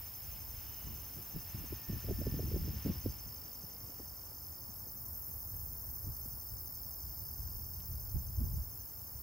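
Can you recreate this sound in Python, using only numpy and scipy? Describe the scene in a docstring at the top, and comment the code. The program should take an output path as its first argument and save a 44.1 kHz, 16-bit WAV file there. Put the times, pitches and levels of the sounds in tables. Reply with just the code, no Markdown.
"""Two ground crickets trill in two gears on a weedy pond bank, over a faint distant trill and a far blur.
Two slower crickets pulse in and out of step; each cricket stroke near enough to stand out is a gliding tone.
Meadow katydids buzz in the top octave as noise that swells with each wing stroke, before a steady chorus.
Puffs of wind, made of shaped noise, buffet the microphone over a soft outdoor hush, with a few small
knocks and faint, wavering far-off tones."""
import sys
import numpy as np
from scipy import signal
from scipy.fft import rfft, irfft, next_fast_len
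from scipy.io import wavfile
from scipy.ndimage import map_coordinates

SR = 44100
rng = np.random.default_rng(int(sys.argv[2]) if len(sys.argv) > 2 else 0)


def pcm_store(signal):
    """Save signal as 16-bit PCM."""
    levels = np.round(np.clip(np.atleast_2d(signal), -1, 1) * 32767)
    wavfile.write(sys.argv[1], SR, levels.astype(np.int16).T)


N = 406602

# Eddies that strike the microphone. Each row: start in seconds, thud peak in dB, flutter peak in dB.
EDDY_STRIKES = [(.862, -39, -52), (1.182, -43.5, -51), (1.354, -34.5, -44), (1.54, -35, -55),
                (1.633, -39.5, -52), (1.718, -35, -35.5), (1.89, -31, -45), (1.922, -34, -43.5),
                (2.039, -37, -42.5), (2.082, -43, -34.5), (2.104, -32, -28), (2.181, -33, -54),
                (2.211, -37, -36.5), (2.262, -31.5, -34.5), (2.334, -31.5, -40), (2.388, -35.5, -36),
                (2.419, -39, -42), (2.47, -43, -49), (2.512, -38, -38), (2.534, -43, -33),
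                (2.555, -37, -32), (2.674, -38, -41), (2.73, -46, -52), (2.856, -35, -30),
                (2.891, -27, -43), (2.952, -39, -50), (3.053, -28, -31.5), (3.078, -39, -47),
                (3.631, -41, -55.5), (6.067, -44, -62), (8.152, -35, -59), (8.404, -34, -58)]


def amp(db):
    """Decibels to gain."""
    return 10 ** (np.asarray(db) / 20)


def unit(x):
    """Scale to rms 1."""
    return x / np.sqrt(np.mean(x ** 2) + 1e-20)


def along(points, hz):
    """Read (Hz, value) points on a log frequency axis."""
    f, v = np.transpose(points)
    return np.interp(np.log(hz + 1), np.log(f + 1), v)


def colour(points, hz):
    """Gain of a (Hz, dB) spectrum that falls away steeply beyond its ends."""
    below = (hz + 1) / points[0][0]
    above = points[-1][0] / (hz + 1)
    outside = np.minimum(1, np.minimum(below, above))
    return amp(along(points, hz)) * outside ** 4


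def curves(rows):
    """One value per sample for each column after the time in seconds."""
    s, *columns = np.transpose(rows)
    return [np.interp(np.arange(N) / SR, s, column) for column in columns]


def wobble(rate):
    """A smooth random curve, rate knots a second."""
    knots = rng.standard_normal(int(N * rate / SR) + 4)
    return map_coordinates(knots, [np.arange(N) * rate / SR])


def filtered(x, response):
    """Filter x with a zero-phase response of frequency."""
    m = next_fast_len(N + SR // 4)
    hz = np.fft.rfftfreq(m, 1 / SR)
    return irfft(rfft(x, m) * response(hz), m)[..., :N]


def causal(points, size=4096):
    """Minimum-phase impulse response of a (Hz, dB) spectrum, made by folding its cepstrum."""
    hz = np.fft.rfftfreq(size, 1 / SR)
    cepstrum = irfft(np.log(colour(points, hz) + 1e-4))
    cepstrum[1:size // 2] *= 2
    cepstrum[size // 2 + 1:] = 0
    return irfft(np.exp(rfft(cepstrum)))


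def rush(spectrum, side_points):
    """Stereo noise whose mid has rms 1, its width set by (Hz, side against mid in dB) points."""
    def mid_side_gain(hz):
        side_gain = amp(along(side_points, hz))
        return colour(spectrum, hz) * np.array([np.ones_like(hz), side_gain])

    mid, side = filtered(rng.standard_normal((2, N)), mid_side_gain)
    return np.array([mid + side, mid - side]) / np.std(mid)


def ground_crickets():
    """Two trills, each shifting gear in its own time, over a thin distant trill and a far blur."""
    # One wing stroke, gliding down as the scraper runs along the file.
    # Each row: age in milliseconds, pitch in Hz, relative level in dB.
    near_stroke = [(0, 5580, -26), (1.5, 5420, -8.5), (3.2, 5265, -2.5), (5.4, 5185, 0), (7.1, 5090, -2.5),
                   (8.6, 4860, -8.3), (10.6, 4580, -10), (12.4, 4420, -30)]
    neighbour_stroke = [(0, 5830, -25), (2, 5720, -2), (4.5, 5590, 0), (7, 5400, -5), (9.5, 5180, -2),
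                        (11.5, 5030, -8), (13.5, 4750, -24)]
    # Gear changes. Each row: time in seconds, wing strokes a second.
    near_gears = [(0, 51.6), (.8, 51.2), (.95, 65), (2, 64.6), (3.18, 63.8), (3.35, 52), (4.92, 51),
                  (5.05, 64.9), (7.65, 64.5), (7.9, 51.5), (9.22, 50.5)]
    neighbour_gears = [(0, 60), (.62, 60.3), (.8, 71), (1.4, 73), (3.08, 71), (3.3, 59.7), (6.2, 59.3),
                       (6.4, 72), (7.2, 73), (7.85, 71.5), (8.05, 59.5)]
    # Spells in which a singer skimps a stroke again and again.
    # Each row: first time in seconds, last time in seconds, spacing in seconds, drop in dB.
    near_skips = [(.91, 3.18, .0869, 12), (3.27, 3.55, .13, 15), (3.79, 3.8, .13, 16),
                  (4.95, 6.73, .0885, 9), (6.82, 7.4, .138, 4), (7.58, 7.92, .11, 4), (8.13, 8.14, .11, 9)]
    neighbour_skips = [(.8, 3.1, .083, 10), (6.4, 7.9, .083, 10)]
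    # Loudness of each singer. Each row: time in seconds, level in dB.
    near_level = [(0, -63.2), (.7, -63.8), (1.05, -65.3), (2, -61.3), (2.7, -59.3), (3.4, -59.2),
                  (4, -61.6), (4.85, -62.8), (5.05, -67.3), (5.7, -65.5), (6.2, -62.8), (7, -60.5),
                  (7.5, -61.1), (8.6, -64.7), (9.22, -64.7)]
    neighbour_level = [(0, -66.5), (1, -66), (2, -64.5), (3, -64), (4, -66.5), (6.2, -69.5), (7.4, -67.8),
                       (8.2, -69)]
    far_level = [(0, -67), (2.1, -70), (3, -77), (9.22, -79)]
    # Spectrum of the far blur. Each row: frequency in Hz, relative density in dB per Hz.
    blur_spectrum = [(4330, -22), (4540, 0), (5060, -1), (5300, -.5), (5600, 1.5), (5830, -1), (5960, 1.5),
                     (6450, 0), (6660, 5), (6850, 1.5), (7350, 2.5), (7700, -5), (8500, -28)]
    far_hz = 5128
    blur_db, blur_flicker_db = -68.1, 1.2

    near = trill(near_stroke, near_gears, near_skips, wet_db=-16, port_phase=.5)
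    neighbour = trill(neighbour_stroke, neighbour_gears, neighbour_skips, wet_db=-13, port_phase=1.1)

    # One distant cricket whose strokes merge into a thin, unsteady line.
    far_phase = 2 * np.pi * np.cumsum(far_hz + 15 * wobble(90)) / SR
    far = unit(amp(2.5 * wobble(60)) * np.sin(far_phase))

    # Many far crickets merge into a flickering blur.
    blur_side = [(4400, -14), (5200, -5), (5700, 1), (6200, -2), (6800, -11)]
    blur = amp(blur_db + blur_flicker_db * wobble(110)) * rush(blur_spectrum, blur_side)

    song = amp(curves(near_level)[0]) * near + amp(curves(neighbour_level)[0]) * neighbour
    return song + amp(curves(far_level)[0]) * far + blur


def trill(stroke, gears, skips, wet_db, port_phase):
    """The fast gear beats quicker and sharper; skimped strokes break the trill into short bursts."""
    slow_gear_flat = .003  # share by which the pitch drops in the slow gear
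    rate, = curves(gears)
    fast = (rate - rate.min()) / np.ptp(rate)  # 0 at the slowest beat, 1 at the fastest
    starts = beats(rate * (1 + .012 * wobble(40)))
    middles = starts + .5 / rate.mean()
    stroke_db = np.zeros(len(starts))
    for first, last, spacing, drop_db in skips:
        for s in np.arange(first, last, spacing):
            nearest = np.argmin(np.abs(middles - s))
            stroke_db[nearest] = -drop_db
    tuning = 1 - slow_gear_flat * (1 - fast)
    return stridulate(stroke, starts, vary_db=.6, detune=.004, wet_db=wet_db,
                      port_phase=port_phase, tuning=tuning, stroke_db=stroke_db)


def slow_crickets():
    """Two pulsers deep in the weeds, at slightly different rates, drift in and out of step."""
    # One wing stroke of each singer. Each row: age in milliseconds, pitch in Hz, relative level in dB.
    low_stroke = [(0, 6080, -26), (3, 6120, -5), (8, 6140, -2), (13, 6200, -1), (17, 6160, 0),
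                  (21, 6080, -3.5), (26, 5945, -7), (30, 5900, -28)]
    high_stroke = [(0, 6345, -25), (5, 6360, -6), (14, 6360, 0), (22, 6345, -3), (27, 6300, -9),
                   (33, 6240, -26)]
    # The high singer's pace. Each row: time in seconds, chirps a second.
    high_rate = [(0, 11.814), (6.2, 11.814), (9.22, 11.64)]
    # Loudness. Each row: time in seconds, low singer in dB, high singer in dB.
    levels = [(0, -66, -68.7), (3, -65.6, -68.5), (4, -67.5, -72.5), (5, -67.4, -70.5), (7, -66.7, -69.5),
              (8, -67.2, -70.6), (9.22, -69.3, -73)]

    low_starts = np.arange(.053, N / SR, 1 / 11.205)  # 11.205 chirps a second
    high_starts = .05 + np.append(0, beats(curves(high_rate)[0]))
    low = stridulate(low_stroke, low_starts, vary_db=.8, detune=.002,
                     wet_db=-12, port_phase=1.2, rough=.22)
    high = stridulate(high_stroke, high_starts, vary_db=1, detune=.0015,
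                      wet_db=-11, port_phase=1.0, rough=.2)
    low_db, high_db = curves(levels)
    return amp(low_db) * low + amp(high_db) * high


def beats(rate):
    """Times at which a wing beating at this rate starts a stroke."""
    turns = np.cumsum(rate) / SR
    return np.flatnonzero(np.diff(np.floor(turns))) / SR


def stridulate(stroke, starts, vary_db, detune, wet_db, port_phase, rough=.07, tuning=1, stroke_db=0):
    """Each wing stroke is one gliding, scratchy tone, reaching the two ports out of phase."""
    scratch_per_s = 300  # pace at which uneven file teeth roughen a stroke
    sway_rad, sway_per_s = 2.5, 6  # swaying stems keep turning the phase of the scattered song
    ms, pitch, level = np.transpose(stroke)
    now = np.arange(N) / SR
    index = np.maximum(np.searchsorted(starts, now) - 1, 0)
    age_ms = (now - starts[index]) * 1000

    # Every stroke differs a little in loudness, tuning and the phase at which the file catches.
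    size, tune, catch = rng.standard_normal((len(starts), 3)).T
    hz = np.interp(age_ms, ms, pitch) * (tuning + detune * tune[index])
    phase = 2 * np.pi * np.cumsum(hz) / SR
    phase = phase + 0.53 * catch[index] + rough * wobble(scratch_per_s)

    swell_db = np.interp(age_ms, ms, level, left=-120, right=-120)
    swell = amp(swell_db + (vary_db * size + stroke_db)[index])
    swell = unit(swell * np.exp(rough * wobble(scratch_per_s))) * np.sqrt(2)  # the tone gets rms near 1

    direct = swell * np.sin([phase + port_phase / 2, phase - port_phase / 2])
    swaying = swell * np.sin(phase + sway_rad * wobble(sway_per_s))
    return direct + amp(wet_db) * scatter(swaying)


def scatter(x):
    """A short diffuse tail from stems and leaves, different in each ear: noise decaying by band."""
    # Scatter in the weeds. Each row: frequency in Hz, time to fall by 60 dB in seconds.
    weed_decay = [(1000, 0.026), (6000, 0.19), (15000, 0.0049)]
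    hz, t, z = signal.stft(rng.standard_normal((2, SR // 4)), SR, nperseg=256)
    decay = amp(-60 * t / along(weed_decay, hz)[:, None])
    tail = signal.istft(z * decay, SR, nperseg=256)[1]
    tail = tail / np.linalg.norm(tail[0])
    return signal.oaconvolve(x[None], tail, axes=1)[:, :N]


def katydids():
    """Two singers with wavering wing beats stand out of a distant chorus of steady rasping noise."""
    # Loudness. Each row: time in seconds, level in dB.
    near_level = [(0, -56), (2, -53), (3.8, -54), (4.85, -62), (5.05, -49), (6.2, -49), (8.1, -51),
                  (8.3, -66), (9.22, -66)]
    next_level = [(0, -66), (5.3, -55), (5.7, -51.5), (9.22, -51.5)]
    chorus_level = [(0, -45), (1.5, -47), (2.7, -47.5), (3.7, -48.5), (4.4, -47.5), (5.2, -44.5),
                    (6.5, -46), (8, -46.5), (8.5, -45.5), (9.22, -46.5)]
    # Wing beat before its waver. Each row: time in seconds, wing strokes a second.
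    near_beat = [(0, 44), (5, 43.6), (7.4, 42.6), (8.2, 41.3)]
    next_beat = [(5.6, 38.5), (7.3, 37.2), (9.22, 38)]
    # Rasp spectra. Each row: frequency in Hz, relative density in dB per Hz.
    near_rasp = [(8000, -36), (10500, -20), (11500, -17), (12600, -12), (13300, -5.5), (13800, -.5),
                 (14700, 0), (15200, -1.5), (15900, -3)]
    next_rasp = [(8000, -36), (10500, -23), (12600, -17), (13300, -9), (13800, -4), (14700, -1.5),
                 (15300, -1), (15700, 2), (15900, 2)]
    chorus_rasp = [(6500, -45), (7500, -25), (8200, -25), (8800, -38), (9400, -25), (10200, -16),
                   (11000, -11.5), (12600, -9.5), (13300, -6), (13800, -1.5), (14700, 0), (15200, -1),
                   (15900, 0)]
    # Width of the chorus. Each row: frequency in Hz, side against mid in dB.
    chorus_side = [(6500, -5), (7500, 5), (8200, 11.5), (8800, 26), (9400, 13.5), (10200, 4.5), (11000, 0),
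                   (12400, -8), (13300, -25), (16000, -30)]

    near_rate = curves(near_beat)[0] + .15 * wobble(4)
    next_rate = curves(next_beat)[0] + .3 * wobble(4)
    near = amp(curves(near_level)[0]) * katydid(near_rasp, near_rate, depth_db=8)
    other = amp(curves(next_level)[0]) * katydid(next_rasp, next_rate, depth_db=7.5)
    chorus_db = curves(chorus_level)[0] + .6 * wobble(80)
    return near + other + amp(chorus_db) * rush(chorus_rasp, chorus_side)


def katydid(rasp, rate, depth_db):
    """A broad rasp from the file teeth, swelling once for each wing stroke."""
    turn = 2 * np.pi * np.cumsum(rate) / SR
    stroke_shape = np.cos(turn) + 0.1 * np.cos(2 * turn)
    strokes = amp(depth_db * stroke_shape + 1.3 * wobble(60))
    return unit(strokes) * rush(rasp, [(10000, 8), (11000, 2), (12400, -12), (13300, -60)])


def wind():
    """A lumpy breeze rumbles on the microphone; gusts swell it, churn and shed thudding, fluttering eddies."""
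    # The breeze between gusts. Each row: time in seconds, rumble in dB before the lift and lumps below.
    lulls = [(0.0, -58), (0.51, -53.5), (1.26, -58), (1.49, -52.5), (1.85, -59.5), (2.13, -43), (2.52, -50),
             (2.72, -49), (3.34, -60), (5.13, -56.5), (5.5, -52), (6.16, -52), (7.06, -54), (7.29, -51),
             (7.68, -50.5), (8.48, -41.5), (8.7, -55.5), (9.22, -57.5)]
    # Gusts on the microphone. Each row: start in seconds, length in seconds, rumble in dB, churn in dB.
    gusts = [(0.835, 0.11, -48, -56.5), (1.151, 0.025, -52, -53), (1.335, 0.036, -45.5, -47.5),
             (1.54, .11, -48, -52.5), (1.699, 0.04, -46, -55), (1.875, 0.092, -44, -50),
             (2.067, 0.059, -41, -43.5), (2.174, 0.041, -50, -48.5), (2.248, 0.15, -44, -45.5),
             (2.428, 0.19, -37.5, -47), (2.623, 0.14, -45, -50.5), (2.844, 0.044, -40, -36.5),
             (3.036, 0.064, -40.5, -53), (3.244, 0.049, -47.5, -59), (3.825, 0.025, -51, -59),
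             (6.04, 0.057, -38, -56), (8.138, 0.023, -30.5, -65), (8.374, 0.081, -35, -52),
             (8.51, 0.097, -36, -68)]
    # Spectra of rumble, steady churn inside a gust, eddy thud and eddy flutter.
    # Each row: frequency in Hz, relative density in dB per Hz.
    rumble_spectrum = [(20, -40), (35, -8), (52, 0.5), (70, 3.5), (100, -1), (150, -11), (250, -30.5),
                       (500, -42)]
    churn_spectrum = [(60, -4), (110, 1), (200, 1.5), (350, -10.5), (550, -22.5), (800, -35)]
    thud_spectrum = [(30, -16.5), (55, -16.5), (90, 5), (150, -2.5), (240, -6), (350, -18), (600, -44.5)]
    flutter_spectrum = [(150, -9.5), (260, -2), (350, 2.5), (520, -6), (680, -17), (900, -44)]
    breeze_lift_db, lumps_db, lumps_per_s = 2, 2, 13
    thud_rise_s, flutter_rise_s, eddy_side_db = 0.0065, 0.0053, -14.5

    *_, rumble_db, churn_db = np.transpose(gusts)
    swells = np.array([gust_swell(start, length) for start, length, *_ in gusts])
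    breeze = amp(curves(lulls)[0] + breeze_lift_db + lumps_db * wobble(lumps_per_s))
    rumble_level = np.hypot(breeze, amp(rumble_db) @ swells)
    rumble = rumble_level * rush(rumble_spectrum, [(60, -10.5)])
    churn = amp(churn_db) @ swells * rush(churn_spectrum, [(60, -10.0)])

    def strikes():
        _, thud_db, flutter_db = np.transpose(EDDY_STRIKES)
        thuds = eddies(thud_spectrum, thud_db, thud_rise_s)
        return thuds + eddies(flutter_spectrum, flutter_db, flutter_rise_s)

    mid, side = strikes(), strikes()
    return rumble + churn + mid + amp(eddy_side_db) * np.array([side, -side])


def gust_swell(start, length):
    """A gust rises quickly, holds and dies away."""
    attack_s, release_s = 0.012, 0.026
    age = np.arange(N) / SR - start
    return np.clip(age / attack_s, 0, 1) * np.exp(-np.maximum(age - length, 0) / release_s)


def eddies(spectrum, peaks_db, rise, size=4096):
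    """Each eddy is one short swell of turbulence on the microphone; the bass trails it."""
    out = np.zeros(N + SR)
    u = np.arange(size) / SR / rise  # age in rise times; the swell peaks at 1
    swell = u ** 2 * np.exp(-2 * u)
    body = causal(spectrum)
    noises = rng.standard_normal((len(EDDY_STRIKES), size))
    for (s, *_), db, noise in zip(EDDY_STRIKES, peaks_db, noises):
        puff = signal.fftconvolve(noise * swell, body)[:size]
        out[round(s * SR):][:size] += amp(db) * puff / np.abs(puff).max()
    return out[:N]


def taps():
    """Small dry knocks: a decaying burst of noise through a broad resonance."""
    # Light handling taps. Each row: time in seconds, peak in dB, resonance in Hz.
    knocks = [(3.894, -49, 279.5), (3.996, -42, 396), (4.315, -52, 515), (4.689, -47, 168),
              (4.868, -49.5, 274), (6.255, -47.5, 279), (7.801, -56.5, 3045)]
    out = np.zeros(N + SR)
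    t = np.arange(SR // 10) / SR
    for s, db, hz in knocks:
        contact = rng.standard_normal(len(t)) * amp(-60 * t / 0.048)  # falls 60 dB in 48 ms
        resonance = causal([(hz / 2, -9), (hz, 0), (hz * 1.65, -12)])
        knock = signal.fftconvolve(contact, resonance)
        out[round(s * SR):][:len(knock)] += amp(db) * knock / np.abs(knock).max()
    return out[:N]


def squeals():
    """Faint, rough tones from far away, wavering as they swell and fade."""
    # Thin far-off tones, before their waver.
    # Each row: start in seconds, end in seconds, first pitch in Hz, last pitch in Hz, level in dB.
    tones = [(.52, 1.14, 3060, 2855, -68.5), (1.2, 1.9, 2745, 2765, -70.5), (1.3, 1.8, 1785, 1775, -69.5),
             (1.62, 2.12, 1805, 1790, -67), (1.98, 2.52, 1780, 1790, -67.5),
             (2.35, 3.15, 1780, 1810, -72.5), (1.5, 2.05, 2400, 2520, -71), (2.5, 3.0, 2720, 2820, -71.5),
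             (3.1, 4.1, 485, 479, -71), (3.7, 3.9, 2130, 2080, -77), (3.92, 4.12, 1830, 1850, -75)]
    out = np.zeros(N)
    now = np.arange(N) / SR
    for start, end, first_hz, last_hz, db in tones:
        glide = np.interp(now, [start, end], [first_hz, last_hz])
        pitch = glide + 13 * wobble(140) + 7 * wobble(16)
        swell = np.sin(np.pi * np.clip((now - start) / (end - start), 0, 1))
        tone = np.sin(2 * np.pi * np.cumsum(pitch) / SR)
        out += amp(db + 2.2 * wobble(50)) * swell * tone
    return out


def air():
    """Shaped noise makes the open-air hush, and a soft hiss that fades after the first seconds."""
    # Loudness. Each row: time in seconds, hush in dB, soft hiss in dB.
    levels = [(0, -63, -63.5), (1.2, -60.5, -65.5), (1.6, -61, -62.5), (2.9, -62, -63), (3.25, -61, -67.5),
              (4, -61, -74.5), (5, -61, -80), (7.5, -61.5, -80), (9.22, -62, -78.5)]
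    # Spectra. Each row: frequency in Hz, relative density in dB per Hz.
    hush_spectrum = [(90, 4), (160, 1), (250, -0.5), (400, -6.5), (650, -6.5), (1000, -7.5), (1400, -12.5),
                     (2000, -20.5), (3000, -31.5), (4500, -27.5)]
    hiss_spectrum = [(700, 4.5), (1200, 4), (1800, 2.5), (2200, 3.5), (2900, 4), (3500, 0), (4300, -2),
                     (7200, -6.5), (8500, -45)]
    # Width of the hush. Each row: frequency in Hz, side against mid in dB.
    hush_side = [(200, -8), (500, -3.5), (1100, -2), (1600, -6), (2200, -73)]
    hush_db, hiss_db = curves(levels)
    hush = amp(hush_db + 0.19 * wobble(5)) * rush(hush_spectrum, hush_side)
    hiss = amp(hiss_db + 1.2 * wobble(8.6)) * rush(hiss_spectrum, [(1000, -9.0), (2200, -42.0)])
    return hush + hiss


def scene():
    """Insects, wind, small noises and air together."""
    insects = ground_crickets() + slow_crickets() + katydids()
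    return insects + wind() + taps() + squeals() + air()


def record(dry):
    """The recorder keeps nothing above its band limit."""
    top_hz = 15760
    return filtered(dry, lambda hz: hz < top_hz)


dry = scene()
out = record(dry)
pcm_store(out)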